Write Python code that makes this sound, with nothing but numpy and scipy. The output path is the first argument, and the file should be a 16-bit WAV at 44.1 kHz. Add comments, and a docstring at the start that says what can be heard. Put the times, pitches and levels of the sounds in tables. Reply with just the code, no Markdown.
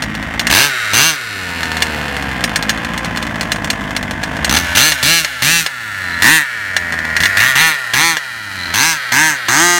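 """Two-stroke model buggy in a lane

A model buggy with a small petrol engine creeps along a lane and up a grass verge, near the microphone.
Off the throttle the engine thuds, clatters and fires only now and then, a sharp pop in the silencer.
On each blip of the throttle it fires on every turn, a bright rasp that overloads the microphone,
then coasts down. Beneath it the clutch bell rings twice, and a faint gear whine and a hum come and go."""
import sys
import numpy as np
from scipy import signal
from scipy.fft import rfft, irfft
from scipy.io import wavfile
from scipy.ndimage import uniform_filter1d

SR = 44100
rng = np.random.default_rng(int(sys.argv[2]) if len(sys.argv) > 2 else 0)


def waveform_to_disk(signal):
    """Save audio, clipped to [-1, 1], as 16-bit WAV at the path in sys.argv[1]."""
    frames = np.transpose(np.atleast_2d(signal))
    scaled = np.clip(frames, -1, 1) * 32767
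    samples = np.round(scaled).astype(np.int16)
    wavfile.write(sys.argv[1], SR, samples)


N = 431735
TIME = np.arange(N) / SR

# Throttle blips, close to the microphone; levels are relative within each column:
# start_s, length_s, run_up_s, top_speed_hz, coast_time_constant_s, note_db, rasp_db, ring_db
THROTTLE_BLIPS = [ (0.502, 0.14, 0.14, 153, 0.25, -10, -6.5, -20),
                  (0.935, 0.15, 0.13, 169.6, 0.19, -13.5, -7, -14),
                  (4.495, 0.088, 0.082, 89.77, .25, -13, -15, -20),
                  (4.753, 0.13, .1, 161.4, 0.22, -12, -5.5, -16),
                  (5.029, .155, .068, 168.1, .302, -14.5, -7, -24.5),
                  (5.422, 0.17, 0.078, 169, 0.27, -17, -8, -23),
                  (6.222, 0.14, 0.087, 162.2, 0.23, -2.5, -6, -35),
                  (7.204, 0.056, 0.059, 104, .2, -18.5, -21, -36),
                  (7.371, 0.13, 0.11, 138, 0.15, -7.5, -14.5, -32),
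                  (7.556, .13, .05, 162.9, .273, -3, -9, -23),
                  (7.937, 0.17, 0.083, 167.8, 0.31, -5, -10.5, -21),
                  (8.741, 0.17, 0.11, 165.8, 0.26, -7, -10.5, -18.5),
                  (9.121, 0.17, 0.086, 158.4, 0.22, -5.5, -11, -23.5),
                  (9.485, 0.29, 0.14, 175.7, 0.31, -5, -12.5, -22), ]
# Where the microphone sees the buggy from: time_s, view (0 ahead, 1 side, 2 behind)
MIC_VIEW = [(5.6,0),(6.3,1),(8.3,1),(9.25,1.4),(9.55,2)]
# The exhaust note from those three sides, and the rasp of its gas: frequency_hz, relative_db
AHEAD_SPECTRUM = [(180,-9.5),(300,-1.5),(450,-10.5),(660,-1.5),(1000,-1.5),(1500,2),(3500,-17)]
SIDE_SPECTRUM = [(200,-14),(300,-10),(450,-27.5),(650,-20),(970,-6.5),(1250,-13.5),(1750,-2),(2600,-7),(4000,-9.5)]
BEHIND_SPECTRUM = [(200,-20),(340,-3.5),(520,-26),(700,-4.5),(880,-3.5),(1050,-0.5),(1280,5.5),(1800,1),(2800,-15),(4000,-5.5),(5400,-25),(6300,-6),(7500,-6)]
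RASP_SPECTRUM = [(1350, -18), (2300, -1.5), (3930, 0.5), (4400, 2), (5440, -5), (6090, -7), (8030, -5),
                 (13300, -8), (16000, -8.5)]
# Levels against a blip's peak: start_db, throttle_shut_db, run_on_end_db
NOTE_SHAPE, RASP_SHAPE, GULP_SHAPE = (-6.5, -5, -11.5), (-5.5, -3, -15), (0, -6.5, -8)

def exhaust(speed, tailpipe_hz=6160, width_hz=540):
    """Under throttle every turn fires: a pitched note, a rasp of gas and a metallic tailpipe ring."""
    *_, note_db, rasp_db, ring_db = np.transpose(THROTTLE_BLIPS)
    firings = strokes(speed, 0, jitter_s=.000008, spread_db=1)
    pulses = even(scatter(firings, t60=.025, share=1.4))
    ragged = np.clip((165 - speed) / 50, 0, 1)   # combustion cleans up as the revs rise
    gas = even(puffs(firings, t60=.045))
    pipe = pulses + (.12 + .6 * ragged) * gas
    view, = in_time(MIC_VIEW)
    sides = [even(colour(pipe, side)) for side in (AHEAD_SPECTRUM, SIDE_SPECTRUM, BEHIND_SPECTRUM)]
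    note = even(sum(np.maximum(0, 1 - abs(view - k)) * side for k, side in enumerate(sides)))
    jet = .7 * pulses + .5 * even(firings) + .55 * port_bursts(speed) + (.3 + .7 * ragged) * gas
    rasp = even(colour(jet, RASP_SPECTRUM) + .27 * silencer(jet))
    ring = even(resonate(resonate(jet, tailpipe_hz, width_hz), tailpipe_hz, 2 * width_hz))
    return (from_db(-3) * throttle(note_db, NOTE_SHAPE) * note
            + throttle(rasp_db, RASP_SHAPE) * rasp
            + throttle(ring_db, RASP_SHAPE) * ring)


def port_bursts(speed, harmonics=64, size=2048):
    """Gas leaves the port in a jagged burst that repeats every turn and changes shape with each blip."""
    count = len(THROTTLE_BLIPS)
    bursts = rng.standard_normal((count, size)) * np.exp(-3 * np.arange(size) / size)
    overtones = rfft(bursts)[:, :harmonics] * from_db(3 * rng.standard_normal((count, harmonics)))
    overtones[:, 0] = 0
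    blip = np.searchsorted([s for s, *_ in THROTTLE_BLIPS[1:]], TIME)
    turns = np.cumsum(speed) / SR
    return even(irfft(overtones, size)[blip, (turns % 1 * size).astype(int)])


def throttle(levels_db, shape, attack_s=.0027, run_on_s=.037, release_s=.055, peak_share=.44):
    """Gain over all blips: each starts abruptly, peaks, eases off and runs on for a few turns."""
    start, shut, end = from_db(shape)
    gain = np.zeros(N)
    for (s, length, *_), db in zip(THROTTLE_BLIPS, levels_db):
        stages = [-attack_s, 0, peak_share * length, length,
                  length + run_on_s, length + run_on_s + release_s]
        gain += from_db(db) * np.interp(TIME - s, stages, [0, start, 1, shut, end, 0])
    return gain


# Crank speed with the throttle shut, higher while the buggy rolls: time_s, speed_hz
IDLE_REVS = [(0, 52.7), (.29, 53), (.46, 58), (.7, 70.6), (1.8, 78), (2.35, 65), (2.54, 51.5), (3, 58.3),
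             (4.1, 48.6), (4.43, 53), (4.7, 79), (5, 71.3), (7.17, 76), (7.7, 71)]

def crank_speed(inertia_s=.056):
    """Turns a second: each blip runs the engine up, it coasts back, the flywheel rounds each change."""
    idle, = in_time(IDLE_REVS)
    speed = idle
    for s, length, run_up, top, coast, *_ in THROTTLE_BLIPS:
        driven = np.interp(TIME, [s, s + run_up], [speed[int(s * SR)], top])
        coasting = np.exp(-np.maximum(TIME - s - length, 0) / coast)
        speed = np.where(TIME < s, speed, idle + (driven - idle) * coasting)
    return smooth(speed, int(inertia_s * SR))


# Loud single firings at close range: time_s, relative_db
LOUD_FIRINGS = [(0.023, -10), (0.395, -5), (0.4692, -1.5), (0.5255, -8), (1.6314, -12.5), (1.7694, -12.5),
                (1.8218, 2), (2.4398, -1.5), (2.5593, -1.5), (2.6258, -9.5), (2.6939, -0.5),
                (2.9777, -11.5), (3.0467, -15), (3.1732, -12), (3.2271, -15), (3.4101, -9), (3.5188, -2.5),
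                (3.6454, -11.5), (3.702, -2.5), (3.9651, -6), (4.2355, -12.5), (4.4458, -2), (4.5474, -7),
                (4.568, 0.5), (4.773, 4), (4.9198, -2), (5.247, -4), (5.663, -4.5), (6.7654, -3.5),
                (6.9236, -15.5), (7.1659, -5.5), (7.235, -3), (7.2557, -2.5), (7.404, -5), (8.1689, -9.5)]
# Their blast of gas: frequency_hz, relative_db
BLAST_SPECTRUM = [(240, -24), (400, -11.5), (1160, -14), (1760, 7.5), (3260, -1), (4380, -23.5), (4730, -2),
                  (15000, -16), (16000, -23)]

def pops(speed, first_db=-7):
    """A lone firing cracks, blasts gas and rings the silencer; weak ones are mostly a dull knock."""
    first_of_blip = [(s, first_db) for s, *_ in THROTTLE_BLIPS]
    times, db = np.vstack([LOUD_FIRINGS, first_of_blip, weak_firings(speed)]).T
    kicks = clicks(times, from_db(db))
    blast = colour(puffs(kicks, t60=.057) + 14 * kicks, BLAST_SPECTRUM)
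    ring = silencer(2 * puffs(kicks, t60=.0047) + 18 * kicks)
    blows = clicks(times, from_db(.3 * db))   # the knock varies far less than the blast
    knock = colour(puffs(blows, t60=.063) + 16 * blows, IDLE_METAL_SPECTRUM)
    return from_db(-8) * (blast + ring) + from_db(-18.5) * knock


def weak_firings(speed, below_hz=84, every_turns=4.9, relative_db=-21.5, spread_db=3):
    """A slow engine fires weakly every few turns; gives rows of time_s, relative_db."""
    turns = np.cumsum(speed) / SR
    chance = rng.standard_normal((N // 1000, 2))
    fired_turns = np.cumsum(np.maximum(2, np.round(every_turns + chance[:, 0])))
    times = np.interp(fired_turns, turns, TIME)
    firings = np.column_stack([times, relative_db + spread_db * chance[:, 1]])
    return firings[np.interp(fired_turns, turns, speed) < below_hz]


# Modes of the silencer shell: pitch_hz, width_hz, relative_db
SHELL_MODES = [(1722, 68, 16), (2803, 51, 11), (3504, 58, 12), (3970, 37, 6.5), (4330, 66, 14.5),
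               (5080, 43, 5.5), (5630, 30, 3.5), (5655, 85, 8.5), (6200, 61, 2), (6600, 25, 2.5),
               (7500, 37, 0), (8100, 27, -0.5), (8900, 18, -7)]

def silencer(x):
    """The shell rings in all its modes at once; unit power for white noise."""
    t = TIME[:SR // 10]
    response = sum((-1) ** k * from_db(db) * np.exp(-np.pi * width * t) * np.sin(2 * np.pi * hz * t)
                   for k, (hz, width, db) in enumerate(SHELL_MODES))
    return signal.oaconvolve(x, response / np.linalg.norm(response))[:N]


# Clatter of piston, clutch and gears at the microphone: time_s, relative_db
CLATTER_LEVEL = [(0, -24), (.42, -21.5), (.72, -15.5), (.92, -15.5), (1.25, -21.5), (1.8, -19),
                 (4.2, -22.5), (4.75, -15.5), (5.3, -21), (5.8, -23), (6.2, -19.5), (6.55, -22.5),
                 (7.05, -22), (7.4, -17), (7.9, -22.5), (8.45, -25), (8.75, -19.5), (9.46, -21)]
# The engine's metal, idling and coasting: frequency_hz, relative_db
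IDLE_METAL_SPECTRUM = [(240, -32.5), (400, -13), (676, -6.5), (1440, -9.5), (1560, -4), (2050, -4.5),
                       (2290, -13.5), (3580, -17.5), (3750, -25), (5690, -28.5), (16000, -44)]
COAST_METAL_SPECTRUM = [(240, -25), (400, -15.5), (432, -17.5), (687, -11.5), (1090, -11), (1510, 0.5),
                        (3210, -12), (3470, -14), (4240, -13), (4880, -18.5), (13100, -27), (16000, -33)]

def clatter(speed, slow):
    """The piston knocks at both ends of its stroke: a regular whirr at speed, a loose rattle at idle."""
    knocks = strokes(speed, 0, jitter_s=.000025, spread_db=1.5)
    knocks += .4 * strokes(speed, .45, jitter_s=.00006, spread_db=2)
    whirr = even(scatter(knocks, t60=.058, share=6.8, count=10))
    loose = strokes(speed, .3, jitter_s=.002, spread_db=4)
    rattle = even(puffs(loose, t60=.054))
    metal = whirr * from_db(-1 - 4 * slow) + rattle * from_db(-9 + 7 * slow)
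    level_db, = in_time(CLATTER_LEVEL)
    return from_db(level_db - 2) * blend(metal, slow, IDLE_METAL_SPECTRUM, COAST_METAL_SPECTRUM)


# Pumped gas at idle and at speed, and the chassis shaking on its tyres: frequency_hz, relative_db
IDLE_THUD_SPECTRUM = [(50,-3),(110,-4.5),(220,1),(300,-4),(400,-16.5),(600,-40.5)]
FAST_THUD_SPECTRUM = [(60,9),(150,-0.5),(230,-5.5),(330,-9.5),(480,-22.5)]
CHASSIS_SPECTRUM = [(45,-16.5),(68,-2.5),(100,-8.5),(200,-5),(300,-8),(420,-31)]

def thud(speed, slow, choke_from_hz=77.2, choke_db_per_hz=.33, side_db=-3.5):
    """The piston pumps a soft pulse a turn and the chassis shakes; choked at speed unless on throttle."""
    pumps = strokes(speed, 0, jitter_s=.00004, spread_db=1)
    pulses = blend(pumps, slow, IDLE_THUD_SPECTRUM, FAST_THUD_SPECTRUM)
    shake = rms_one(colour(rng.standard_normal(N), CHASSIS_SPECTRUM))
    shake *= from_db(-7.5 + 6.3 * slow)
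    shut = from_db(-27 - choke_db_per_hz * np.maximum(speed - choke_from_hz, 0))
    gulp = throttle([-26] * len(THROTTLE_BLIPS), GULP_SHAPE)
    turned_away = np.minimum(in_time(MIC_VIEW)[0], 1)
    return from_db(side_db * turned_away) * (shut + gulp) * (pulses + shake)


# How far the open flank faces the microphone: time_s, resonance_gain
FLANK_FACING = [(5.7,0),(6.1,0.8),(7.2,1.48),(8.1,0.84),(8.8,0.11),(9.25,0.65),(9.6,0.14)]

def flank(x):
    """Heard from the side, the engine bay adds a nasal bark."""
    return x + in_time(FLANK_FACING)[0] * resonate(x, centre_hz=1870, width_hz=330)


# The clutch drags, low under the engine: start_s, length_s, level_db
CLUTCH_DRAGS = [(6.03, .17, -32), (8.584, 0.33, -29.5)]

def clutch(speed):
    """The shoes brush the clutch bell once a turn and set it ringing."""
    brushes = puffs(strokes(speed, .2, jitter_s=.0005, spread_db=3), t60=.02)
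    level = sum(from_db(db) * gate(s, s + length, attack_s=.02, release_s=.04)
                for s, length, db in CLUTCH_DRAGS)
    return level * rms_one(resonate(brushes, centre_hz=4070, width_hz=75))


# In the background, gears whine as the buggy rolls and a low hum swells: time_s, pitch_hz, level_db
GEAR_WHINE = [(1.5, 925, -36), (1.794, 923, -33), (2.3, 916.5, -42)]
LOW_HUM = [(3.7,70.38,-55),(4.5,70.86,-28),(5.6,75,-52)]

def faint_tone(rows):
    """A whine or hum: one drifting sine that fades in and out."""
    hz, db = in_time(rows)
    fade = gate(rows[0][0], rows[-1][0], attack_s=.088, release_s=.11)
    return from_db(db) * np.sqrt(2) * fade * np.sin(2 * np.pi * np.cumsum(hz) / SR)


def scatter(x, t60, share, count=14):
    """Reflections off chassis and road smear each pulse; their pattern shifts as the buggy moves."""
    t, out = TIME[:SR // 20], np.zeros(N)
    place = np.linspace(0, count - 1, N)
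    for k in range(count):
        response = rng.standard_normal(len(t)) * from_db(-60 * t / t60)
        response *= share / np.linalg.norm(response)
        response[0] += 1   # the direct path to the microphone
        out += np.sqrt(np.maximum(0, 1 - abs(place - k))) * signal.oaconvolve(x, response)[:N]
    return out


def strokes(speed, crank_turns, jitter_s, spread_db):
    """One kick a turn at a given crank angle, a little uneven in time and strength."""
    turns = np.cumsum(speed) / SR
    times = np.interp(np.arange(int(turns[-1])) + crank_turns, turns, TIME)
    chance = rng.standard_normal((len(times), 2))
    return clicks(times + jitter_s * chance[:, 0], from_db(spread_db * chance[:, 1]))


def clicks(times, sizes):
    """Impulses placed between samples."""
    at, out = np.clip(times * SR, 0, N - 2), np.zeros(N)
    np.add.at(out, at.astype(int), sizes * (1 - at % 1))
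    np.add.at(out, at.astype(int) + 1, sizes * (at % 1))
    return out


def puffs(kicks, t60):
    """Each kick lets go a puff of turbulence that dies by 60 dB in t60 seconds."""
    envelope = signal.lfilter([1], [1, -from_db(-60 / (t60 * SR))], kicks + 1e-18)
    return envelope * rng.standard_normal(N)


def colour(x, spectrum, size=8192):
    """Causal (minimum-phase) filter of unit power with the given spectrum."""
    hz, db = np.transpose(spectrum)
    log_hz = np.log(np.maximum(np.arange(size // 2 + 1), 1) * SR / size)
    skirt_db = 40 * np.minimum(0, np.minimum(log_hz - np.log(hz[0]), np.log(hz[-1]) - log_hz))
    gain = from_db(np.interp(log_hz, np.log(hz), db) + skirt_db)
    cepstrum = irfft(np.log(gain + 1e-5))
    cepstrum[1:size // 2] *= 2
    cepstrum[size // 2 + 1:] = 0
    response = irfft(np.exp(rfft(cepstrum)))
    return signal.oaconvolve(x, response / np.linalg.norm(response))[:N]


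def blend(x, slow, idle_spectrum, fast_spectrum):
    """Crossfade between two colours with engine speed, at steady power."""
    return even(slow * even(colour(x, idle_spectrum)) + (1 - slow) * even(colour(x, fast_spectrum)))


def resonate(x, centre_hz, width_hz):
    """One resonance, gain one at its top."""
    return signal.lfilter(*signal.iirpeak(centre_hz, centre_hz / width_hz, fs=SR), x)


def gate(start_s, end_s, attack_s, release_s):
    """One from start to end, ramping in before and out after."""
    return np.clip((TIME - start_s) / attack_s + 1, 0, 1) * np.clip((end_s - TIME) / release_s + 1, 0, 1)


def smooth(x, size):
    """Two moving averages of size samples."""
    return uniform_filter1d(uniform_filter1d(x, size), size)


def even(x):
    """Hold the power at one over a few engine turns."""
    return x / np.sqrt(np.maximum(smooth(x ** 2, 1300), 1e-12))


def rms_one(x):
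    """Scale to unit power."""
    return x / np.sqrt(np.mean(x ** 2) + 1e-20)


def in_time(rows):
    """Each column of a curve at every sample."""
    s, *columns = np.transpose(rows)
    return [np.interp(TIME, s, c) for c in columns]


def from_db(db):
    """Decibels to gain."""
    return 10 ** (np.asarray(db) / 20)


def scene():
    """The engine's sounds all follow one crankshaft; the whine and hum lie beneath them."""
    speed = crank_speed()
    slow = np.clip((100 - speed) / 40, 0, 1)   # 1 at low idle, 0 when spinning freely
    engine = flank(clatter(speed, slow) + pops(speed) + exhaust(speed))
    engine += thud(speed, slow) + clutch(speed)
    return (engine + faint_tone(GEAR_WHINE) + faint_tone(LOW_HUM))[None]


def record(dry, overload=.92, cutoff_hz=16000):
    """One close microphone overloads on the loudest peaks; the highest treble is cut."""
    clipped = dry / (1 + (dry / overload) ** 4) ** (1 / 4)
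    return signal.sosfilt(signal.ellip(12, .1, 70, cutoff_hz, fs=SR, output="sos"), clipped)


dry = scene()
out = record(dry)
waveform_to_disk(out)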